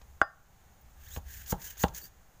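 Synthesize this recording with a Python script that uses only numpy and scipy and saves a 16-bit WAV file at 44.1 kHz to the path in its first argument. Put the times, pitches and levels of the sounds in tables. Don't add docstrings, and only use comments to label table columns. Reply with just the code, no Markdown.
import sys
import numpy as np
from scipy import signal
from scipy.fft import rfft, irfft, next_fast_len
from scipy.io import wavfile

SR = 44100
rng = np.random.default_rng(int(sys.argv[2]) if len(sys.argv) > 2 else 0)


def dump(signal):
    limited = np.clip(np.atleast_2d(signal).T, -1, 1)
    pcm = np.round(limited * 32767).astype(np.int16)
    wavfile.write(sys.argv[1], SR, pcm)


N = 105840
TIME = np.arange(N) / SR

# start in seconds, thud level in dB, contact corner in Hz,
# ground bounce in dB, the crunch's lead in seconds, crunch level in dB.
RAM_HITS = [(1.1704, -20.5, 654, -26.5, 0.0072, -36.5), (1.526, -7, 716, -21, 0.0026, -31),
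            (1.8386, 0, 2100, -29, 0.00152, -22)]
# pitch in Hz, level in dB struck bare, level in dB struck through the tube.
SLAB_MODES = [(184, -39, -12), (312, -24, -20), (480, -25, -20), (631, -17.5, -19.5), (820, -18, -16),
              (965, -38.5, -18), (1124, -16, -37.5), (1401, -9, -28.5), (1583.5, -10.5, -24),
              (2068, -28.5, -41), (2853, -38, -26.5), (3505, -44.5, -34.5)]
# pitch in Hz, level in dB, T60 in seconds.
TUBE_MODES = [(474, -26, 0.058), (958, -37, 0.098)]
# pitch in Hz, level in dB, T60 in seconds.
ROD_MODES = [(1809, -33, .19), (4934, -46, .2), (14900, -65, .1)]
# frequency in Hz, relative level in dB.
GRIT_EQ = [(200, -35.5), (700, 5), (1550, 2), (2200, -5.5), (3300, -5), (5000, -14.5), (7000, -20.5),
           (10000, -25), (15500, -42)]
# frequency in Hz, relative level in dB.
SOIL_EQ = [(30, -4.5), (65, 11.5), (105, -10), (165, 2.5), (260, -15), (450, -16.5), (900, -25),
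           (1300, -21.5), (2000, -43)]
# start and bottom in seconds, hiss and rasp levels in dB.
DOWN_STROKES = [(0.924, 1.177, -51.5, -60), (1.45, 1.517, -39.5, -61.5), (1.75, 1.831, -39.5, -51.5)]
# start, fastest moment and end in seconds, hiss and rasp levels in dB.
UP_STROKES = [(1.233, 1.345, 1.545, -53.5, -57), (1.569, 1.651, 1.788, -49.5, -56),
              (1.917, 1.982, 2.007, -46.5, -53), (1.98, 2.026, 2.106, -53, -62)]
# frequency in Hz, relative level in dB.
HISS_EQ = [(1500, -6), (3000, -7), (4300, -1.5), (6500, 4.5), (9000, -1), (12000, -1), (15500, 4)]
# frequency in Hz, relative level in dB.
RASP_EQ = [(300, -21), (800, -27), (1200, -20), (1600, 7.5), (2000, 1), (2350, -5.5), (3000, -2),
           (4200, -10), (8000, -22.5)]
# start and end in seconds, first, middle and last pitch in Hz,
# level in dB, second and third partials in dB against the first.
SQUEAK_GLIDES = [(1.056, 1.096, 1400, 1800, 2350, -59, -1, -10),
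                 (1.1, 1.172, 2850, 3850, 4250, -56, -4, -15), (1.465, 1.5, 2500, 3550, 4800, -55, -8, -14),
                 (1.495, 1.527, 5000, 6000, 6900, -50, -7, -20),
                 (1.648, 1.725, 2450, 3130, 2600, -53, -11, -16),
                 (1.785, 1.815, 2800, 4400, 5900, -52, -6, -9),
                 (1.811, 1.838, 5850, 6700, 7400, -43, -6, -20),
                 (2.01, 2.062, 4380, 4640, 4650, -51, -9, -2)]
# start in seconds, level in dB, brightness tilt in dB per octave.
ROD_TOUCHES = [(0.015, -54, -1.5), (0.812, -55.5, 25), (1.461, -49.5, 5), (1.617, -47.5, 4.5),
               (1.771, -51.5, 2.5), (1.8821, -45.5, 3), (1.9472, -41, 7.5)]
# frequency in Hz, relative level in dB.
TOUCH_EQ = [(500, 12), (1700, 13.5), (3500, 12), (7000, 6), (10000, -29), (15500, -6.5)]
# frequency in Hz, relative level in dB.
PUFF_EQ = [(100, -9), (170, 2), (260, -10), (380, -1.5), (520, -12), (1500, -29)]
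# frequency in Hz, gain in dB.
ECHO_EQ = [(60, -14), (300, -9.5), (600, 3), (1000, 7), (1600, 0), (2100, -5), (4000, 1.5), (15000, -18)]
# time in seconds, level in dB.
RUMBLE_FADER = [(0, -54.5), (.12, -56.5), (.3, -65.5), (.82, -65), (.9, -55), (1.15, -50), (1.38, -49.5),
                (1.7, -56), (1.92, -49.5), (2.05, -65), (2.4, -65)]
# frequency in Hz, relative level in dB.
RUMBLE_EQ = [(20, -11.5), (40, -1), (70, 6.5), (95, -6.5), (130, -19.5), (200, -25.5), (500, -47)]
# frequency in Hz, relative level in dB.
AIR_EQ = [(25, 3), (70, -8), (120, -4.5), (300, -19.5), (700, -18), (800, -12.5), (920, -19.5),
          (1500, -20.5), (2500, -27.5), (5000, -33.5), (7000, -33.5), (10000, -37.5), (15500, -39)]
# centre in Hz, width in Hz, boost in dB.
MIC_PEAKS = [(6670, 800, 9), (15350, 1678, 13)]

GROUND_HZ, GROUND_T60_S = 69, 0.078


def rams():
    out, grit, soil = 0, noise(GRIT_EQ), noise(SOIL_EQ)
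    for start, thud_db, contact_hz, ground_db, lead_s, crunch_db in RAM_HITS:
        stone = soften(slab(start, [through_tube for _, _, through_tube in SLAB_MODES]), contact_hz)
        shudder = from_db(-26.5) * decay(start, fall_s=0.036) * soil
        tube = sum(ring(start, *mode) for mode in TUBE_MODES)
        bounce = ring(start - lead_s / 2, GROUND_HZ, ground_db, GROUND_T60_S)
        crunch = from_db(crunch_db) * decay(start - lead_s, fall_s=0.003) * grit
        out += from_db(thud_db) * (stone + shudder + tube) + bounce + crunch
    low_cut = signal.butter(4, 38, "high", fs=SR, output="sos")
    return signal.sosfilt(low_cut, out)


def knock(start=0.215, contact_hz=3000, crack_lag_s=0.0006):
    clack = from_db(1) * soften(slab(start, [bare for _, bare, _ in SLAB_MODES]), contact_hz)
    rod = sum(ring(start, *mode) for mode in ROD_MODES)
    crack = from_db(-19) * decay(start + crack_lag_s, fall_s=0.0013) * noise(GRIT_EQ)
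    bounce = ring(start, GROUND_HZ, db=-29.5, t60=GROUND_T60_S)
    return clack + rod + soften(crack, contact_hz) + bounce


def slab(start, levels_db):
    return sum((-1) ** k * ring(start, hz, db, t60=0.031)
               for k, ((hz, _, _), db) in enumerate(zip(SLAB_MODES, levels_db)))


def rubbing(stop_s=0.022, grain_db=0, waver_db=2):
    strokes = []
    for start, bottom, *levels_db in DOWN_STROKES:
        speed = np.interp(TIME, [start, bottom, bottom + stop_s], [0, 1, 0])
        strokes.append((speed, *levels_db))
    for start, fastest, end, *levels_db in UP_STROKES:
        speed = np.sin(np.pi / 2 * np.interp(TIME, [start, fastest, end], [0, 1, 0]))
        strokes.append((speed, *levels_db))
    hiss = sum(from_db(db) * speed ** 1.95 for speed, db, _ in strokes)
    rasp = sum(from_db(db) * speed ** 0.94 for speed, _, db in strokes)
    flutter = rms_one(from_db(grain_db * drift(rate_hz=496) + waver_db * drift(rate_hz=45)))
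    return flutter * (hiss * noise(HISS_EQ) + rasp * noise(RASP_EQ))


def squeaks(rough_db=3.5):
    out = np.zeros(N)
    jitter = 1 + 0.012 * drift(rate_hz=700)
    roughness = rms_one(from_db(rough_db * drift(rate_hz=190)))
    for start, end, first_hz, middle_hz, last_hz, db, *overtones_db in SQUEAK_GLIDES:
        on = (TIME > start) & (TIME < end)
        progress = (TIME[on] - start) / (end - start)
        glide = np.polyfit([0, .5, 1], [first_hz, middle_hz, last_hz], 2)
        hz = np.polyval(glide, progress) * jitter[on]
        phase = 2 * np.pi * np.cumsum(hz) / SR
        tone = sum(from_db(level) * np.sin(k * phase) * (k * hz < SR / 2)
                   for k, level in enumerate([0] + overtones_db, 1))
        out[on] += from_db(db) * np.sin(np.pi * progress) * roughness[on] * tone
    return out


def ticks():
    out = np.zeros(N)
    for start, db, tilt in ROD_TOUCHES:
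        tilted_eq = [(hz, level + tilt * np.log2(hz)) for hz, level in TOUCH_EQ]
        out += from_db(db) * decay(start, fall_s=0.0053) * noise(tilted_eq)
    return out


def exit_puff(peak_s=2.035, width_s=0.028):
    swell = np.exp(-((TIME - peak_s) / width_s) ** 2)
    return from_db(-59) * swell * noise(PUFF_EQ)


def yard_echo(x, predelay_s=0.0058, early_t60_s=0.082, late_t60_s=0.425):
    early = decay(predelay_s, early_t60_s / np.log(1000))
    late = from_db(-16.5) * decay(predelay_s, late_t60_s / np.log(1000))
    reflections = rms_one((early + late) * rng.standard_normal(N)) / np.sqrt(N)
    return from_db(-10.5) * colour(signal.fftconvolve(x, reflections)[:N], ECHO_EQ)


def handling_rumble():
    return from_db(np.interp(TIME, *np.transpose(RUMBLE_FADER))) * noise(RUMBLE_EQ)


def outdoor_air():
    return from_db(-60) * noise(AIR_EQ)


def ring(start, hz, db, t60):
    age = np.maximum(TIME - start, 0)
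    return from_db(db - 60 * age / t60) * np.sin(2 * np.pi * hz * age)


def decay(start, fall_s):
    return (TIME >= start) * np.exp(-np.maximum(TIME - start, 0) / fall_s)


def soften(x, corner_hz):
    pole = np.exp(-2 * np.pi * corner_hz / SR)
    return signal.lfilter([1 - pole], [1, -pole], x)


def drift(rate_hz):
    low_pass = signal.butter(2, rate_hz, fs=SR, output="sos")
    return rms_one(signal.sosfilt(low_pass, rng.standard_normal(N + SR))[SR:])


def noise(eq):
    return rms_one(colour(rng.standard_normal(N), eq))


def colour(x, eq):
    size = next_fast_len(2 * N, True)
    hz, db = np.transpose(eq)
    bin_hz = np.arange(size // 2 + 1) * SR / size
    gain = from_db(np.interp(np.log(bin_hz + 1), np.log(hz), db))
    cepstrum = irfft(np.log(gain), size)
    cepstrum[1:size // 2] *= 2
    cepstrum[size // 2 + 1:] = 0
    return irfft(rfft(x, size) * np.exp(rfft(cepstrum)), size)[:N]


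def rms_one(x):
    return x / np.sqrt(np.mean(x ** 2) + 1e-20)


def from_db(db):
    return 10 ** (np.asarray(db) / 20)


def scene():
    work = knock() + rams() + ticks() + rubbing() + squeaks() + exit_puff()
    return (work + yard_echo(work) + handling_rumble() + outdoor_air())[None]


def record(dry):
    threshold_db, duck_share, release_db_per_s, top_hz = -12, 0.75, 14, 15500
    x = dry[0]
    for hz, width_hz, boost_db in MIC_PEAKS:
        resonance = signal.lfilter(*signal.iirpeak(hz, hz / width_hz, fs=SR), x)
        x = x + (from_db(boost_db) - 1) * resonance
    over_db = np.maximum(20 * np.log10(np.abs(x) + 1e-9) - threshold_db, 0)
    release_db = release_db_per_s * TIME
    duck_db = np.maximum.accumulate(duck_share * over_db + release_db) - release_db
    x = x * from_db(-soften(duck_db, corner_hz=25))
    top_cut = signal.ellip(12, .2, 70, top_hz, fs=SR, output="sos")
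    return signal.sosfilt(top_cut, x)[None]


dry = scene()
out = record(dry)
dump(out)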